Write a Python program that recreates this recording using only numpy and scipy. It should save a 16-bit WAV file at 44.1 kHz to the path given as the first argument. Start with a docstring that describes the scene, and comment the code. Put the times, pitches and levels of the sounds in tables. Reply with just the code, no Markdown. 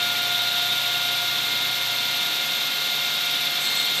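"""A workshop, close to the table of a free-running, belt-driven table saw.
The blade whines over a roar of churned air, and the belt repeats the same fizz on every turn.
A small motor hums while it swings a drill upright; near the end the drill turns a wooden disc
that grazes the teeth and makes the blade ring."""
import sys
import numpy as np
from scipy import signal
from scipy.fft import rfft, irfft
from scipy.io import wavfile
from scipy.ndimage import uniform_filter1d

SR = 44100
rng = np.random.default_rng(int(sys.argv[2]) if len(sys.argv) > 2 else 0)


def file_out(sig):
    """Save sig as 16-bit WAV at sys.argv[1]."""
    # one column per channel
    cols = np.atleast_2d(sig).T
    # limit, then scale
    lim = np.clip(cols, -1, 1)
    pcm = np.round(lim * 32767).astype(np.int16)
    wavfile.write(sys.argv[1], SR, pcm)


N = 176400
T = np.arange(N) / SR
HZ = np.fft.rfftfreq(N, 1 / SR)
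BELT_TURN_S = .09957


def amp(db):
    """dB to gain."""
    return 10 ** (np.asarray(db) / 20)


def unit(x):
    """Scale to rms 1."""
    return x / np.sqrt(np.mean(x ** 2) + 1e-20)


def log_interp(rows, x):
    """Two-column table read at x on a log axis."""
    knots, db = np.transpose(rows)
    return np.interp(np.log(x + 1), np.log(knots + 1), db)


def curve(rows, column=1):
    """One column of a time table, per sample."""
    rows = np.array(rows)
    return np.interp(T, rows[:, 0], rows[:, column])


def bell(hz, width_hz):
    """Gaussian spectral peak, height 1."""
    return .5 ** ((2 * (HZ - hz) / width_hz) ** 2)


def response(spectrum, resonances):
    """Gain per bin: broad spectrum plus resonances."""
    lift_db = sum(db * bell(hz, width_hz) for hz, width_hz, db in resonances)
    return amp(log_interp(spectrum, HZ) + lift_db)


def colour(x, gain):
    """Filter by a gain per bin; rms 1."""
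    return unit(irfft(rfft(x) * gain, N))


def noise(gain):
    """Shaped noise, rms 1."""
    return colour(rng.standard_normal(N), gain)


def wander(hz):
    """Smooth random motion up to about hz; rms 1."""
    return noise(np.exp(-(HZ / hz) ** 2))


def gate(start_s, end_s, fade_s):
    """Trapezoid envelope."""
    return np.clip(np.minimum(T - start_s, end_s - T) / fade_s, 0, 1)


def sine(hz, phase_rad=0):
    """Tone of random start phase, rms 1."""
    return np.sqrt(2) * np.sin(2 * np.pi * (hz * T + rng.random()) + phase_rad)


# start/s, end/s, fade/s, f/Hz, level/dB
HUMS = [(-.2, 2.27, 0.17, 120.9, -51), (2.1, 4.7, 0.42, 143.4, -59)]


def drill_rig():
    """A motor hums as it swings the drill; a fainter hum follows once it is upright."""
    return sum(amp(db) * gate(start, end, fade) * sine(hz) for start, end, fade, hz, db in HUMS)


# Drive tones, one list each: f/Hz, level/dB, rms flutter/dB
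DRIVE_HZ = [80.3, 100.4, 149.5, 186, 299, 430, 538, 2319.4, 4171, 5035, 5171.6, 5763.9]
DRIVE_DB = [-82, -76, -54, -62.5, -63, -64.5, -52.4, -53, -49, -61, -54, -54.5]
DRIVE_FLUTTER_DB = [1, 1, 1.7, 2.3, 2.4, 2, .7, 2, 1.8, 2, 1.7, 2]


def drive():
    """Unsteady tones of the saw's motor, pulleys and bearings."""
    out = np.zeros(N)
    for hz, db, flutter_db in zip(DRIVE_HZ, DRIVE_DB, DRIVE_FLUTTER_DB):
        gain = amp(db + flutter_db * wander(23))
        out += gain * sine(hz, phase_rad=.075 * flutter_db * wander(6.3))
    return out


# t/s, mean level/dB
PULLEY_LEVEL = [(0, -51), (1.3, -49.5), (2.3, -49), (2.9, -54.5), (4, -54.5)]


def pulley(hz=964.1, swell_db=4):
    """A tone pulses with the belt's tension, once per turn."""
    tension = np.cos(2 * np.pi * T / BELT_TURN_S)
    return amp(curve(PULLEY_LEVEL) + swell_db * tension) * sine(hz)


# t in turn/s, peak level/dB
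SQUEAKS = [(.030, -40), (.039, -37.5), (.064, -45.5)]


def belt_squeaks(hz=12040, half_width_s=.0014, glide_hz_per_s=60000):
    """The same spots of the belt slip on every turn, each with a short rising chirp."""
    out = np.zeros(N)
    for at_s, db in SQUEAKS:
        t = T % BELT_TURN_S - at_s
        envelope = amp(db + 2 * wander(8)) * np.exp(-(t / half_width_s) ** 2)
        chirp_rad = np.pi * glide_hz_per_s * t ** 2
        out += envelope * sine(hz, chirp_rad + 2 * wander(6.3))
    return out


# t in turn/s, relative level/dB
BELT_RUB = [(.008, -5.5), (.022, 5), (.039, 4), (.05, -.5), (.07, 5), (.081, 4), (0.095, 0.5)]
# f/Hz, relative density/dB
FIZZ_SPECTRUM = [(1000, -22), (4500, -1), (5700, 3), (7500, -9), (9300, -10), (9700, -23), (10000, 2.5),
                 (10300, -2), (10500, -12), (11100, -29), (11450, 4.5), (12200, -1), (12900, -12),
                 (13150, 4.5), (13600, -1), (14000, 1), (14600, -9), (15600, -25)]
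# Resonances excited by the rub: f/Hz, width/Hz, lift/dB
BELT_RINGS = [(10001, 45, 6.5), (10270, 45, 6), (11480, 50, 4), (11870, 90, 7), (12240, 60, 8),
              (13145, 55, 8.5), (13420, 55, 9), (13590, 70, 7.5)]


def belt_fizz(level_db=-37, drift_hz=1.36, textures=4):
    """The same stretches of belt rub the pulleys on every turn; the contact drifts slowly."""
    turn_samples = round(BELT_TURN_S * SR)
    shares = np.array([wander(drift_hz) for _ in range(textures)])
    shares /= np.linalg.norm(shares, axis=0)  # constant power
    grain = sum(share * np.resize(rng.standard_normal(turn_samples), N) for share in shares)
    at_s, rub_db = np.transpose(BELT_RUB)
    rub = amp(np.interp(T, at_s, rub_db, period=BELT_TURN_S))
    return amp(level_db) * colour(grain * rub, response(FIZZ_SPECTRUM, BELT_RINGS))


# Disc contacts: start/s, length/s, gain/dB
GRAZES = [(3.595, .11, 1), (3.675, .08, -4), (3.735, .09, 1.5), (3.8, .095, -5), (3.95, .11, 1)]
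# Tooth-rate overtone, then blade rings: f/Hz, half-width/Hz, level at unit contact/dB
GRAZE_TONES = [(6363, 40, -53), (7560, 110, -51), (7779, 30, -49), (7919, 16, -42.5), (8430, 70, -47.5),
               (8800, 70, -53), (10627, 25, -54), (11310, 25, -50)]


def disc_graze(fade_s=.025, scrape_db=-45):
    """Teeth scrape the disc; a tooth-rate overtone sings and the blade rings."""
    touches = [amp(db) * gate(start, start + length, fade_s) for start, length, db in GRAZES]
    contact = np.max(touches, axis=0)
    tones = sum(amp(db) * noise(1 / (1 + ((HZ - hz) / half_width_hz) ** 2))
                for hz, half_width_hz, db in GRAZE_TONES)
    scrape = amp(scrape_db) * noise(bell(7500, width_hz=2600))
    return contact * (tones + scrape)


# f/Hz, relative density/dB
AIR_SPECTRUM = [(20, -40), (50, -35), (75, -35), (97, -17), (135, -5.5), (175, -12.5), (270, -4.5),
                (500, -6.5), (660, -4.5), (920, -3.5), (1300, -0.5), (2000, 1), (3200, 6.5), (4600, 2),
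                (5200, -3.5), (5900, -4.5), (7300, -7.5), (9000, -14), (11000, -20.5), (13000, -10.5),
                (15500, -26)]
# Blade slot and cabinet: f/Hz, width/Hz, lift/dB
CAVITY_MODES = [(217, 35, 7), (260, 9.8, 4), (447, 23, 4.5), (580, 40, 3), (748, 28, 7), (840, 33, 4.5),
                (2338, 35, 7), (2740, 91, 5), (2830, 41, -2.5), (3190, 83, 4.5), (3424, 117, 4.5),
                (3628, 286, 9), (3844, 232, 6), (4140, 84, 7.5), (4360, 225, 5.5)]
# t/s, level before trim/dB
ROAR_LEVEL = [(0, -25), (2.18, -25), (3.56, -25), (3.74, -24.5), (4, -25)]
# Rasp band over the roar: t/s, lift/dB
RASP_LIFT = [(0, 1), (.65, 2), (1.1, 1.1), (1.6, -.3), (2.7, -.6), (3.2, .4), (4, .2)]


def air_roar(trim_db=.23, eddy_db=.2, flutter_db=.9):
    """Small eddies off the blade ring in slot and cabinet; a rasping band flutters."""
    cells = signal.stft(rng.standard_normal(N), nperseg=512, noverlap=384)[2]
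    patches = uniform_filter1d(rng.standard_normal(cells.shape), size=10, axis=1)  # along time
    patches = unit(uniform_filter1d(patches, size=7, axis=0))  # along frequency
    eddies = signal.istft(cells * amp(eddy_db * patches), nperseg=512, noverlap=384)[1][:N]
    air = colour(eddies, response(AIR_SPECTRUM, CAVITY_MODES))
    rasp = irfft(rfft(air) * bell(3700, width_hz=480), N)
    flutter = noise(bell(22, width_hz=22))
    rasp_gain = amp(curve(RASP_LIFT) + flutter_db * flutter)
    return amp(curve(ROAR_LEVEL) + trim_db) * (air + rasp * (rasp_gain - 1))


# t/s, then level/dB of harmonics 1, 2, 3
WHINE_LOW = [(0, -39.2, -33.8, -39.3), (.35, -39.4, -33.7, -39.8), (.7, -39.4, -35.5, -40.3),
             (1.05, -41, -34.6, -39.6), (1.55, -42.8, -38.4, -37.8), (2.2, -44.6, -38.5, -39),
             (2.9, -45.2, -39.1, -38.6), (4, -45, -39.4, -38.7)]
# harmonic, level/dB
WHINE_HIGH = [(4, -50), (5, -49), (6, -48), (7, -50), (12, -59)]
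# harmonic, rms flutter/dB; last row holds for higher ones
WHINE_FLUTTER = [(1, 2.2), (2, .8), (3, 1.6)]
# Teeth bite into the disc: start/s, end/s, gain/dB
BITES = [(3.62, 3.81, 0), (3.96, 4.0, -4)]
# Tooth strikes: harmonic, level at unit bite/dB
STRIKES = [(3, -44), (6, -34)]


def blade_whine(hz=707.3, flutter_hz=32, bite_rise_s=.04, bite_decay_s=.12):
    """Harmonics of one shaft flutter in the draught; teeth striking wood boost and roughen two."""
    shaft_jitter_rad = .05 * wander(flutter_hz)
    bite = np.zeros(N)
    for start_s, end_s, db in BITES:
        rise = np.clip((T - start_s) / bite_rise_s, 0, 1)
        decay = np.exp(-np.maximum(T - end_s, 0) / bite_decay_s)
        bite += amp(db) * rise * decay
    harmonics = [(k, curve(WHINE_LOW, column=k)) for k in (1, 2, 3)] + WHINE_HIGH
    strike_db = dict(STRIKES)
    out = np.zeros(N)
    for k, db in harmonics:
        gain = amp(db + log_interp(WHINE_FLUTTER, k) * wander(flutter_hz))
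        phase_rad = k * shaft_jitter_rad
        if k in strike_db:
            gain += bite * amp(strike_db[k] + 2 * wander(55))
            phase_rad += bite * .35 * wander(60)
        out += gain * sine(k * hz, phase_rad)
    return out


def scene():
    """Saw and drill rig, the same in both channels."""
    mono = (blade_whine() + drive() + drill_rig() + air_roar()
            + belt_fizz() + belt_squeaks() + pulley() + disc_graze())
    return np.array([mono, mono])


def record(dry):
    """Steep low-pass."""
    cutoff_hz = 15650
    lowpass = signal.firwin(511, cutoff_hz, window=("kaiser", 9), fs=SR)
    return signal.oaconvolve(dry, lowpass[None], "same")


dry = scene()
out = record(dry)
file_out(out)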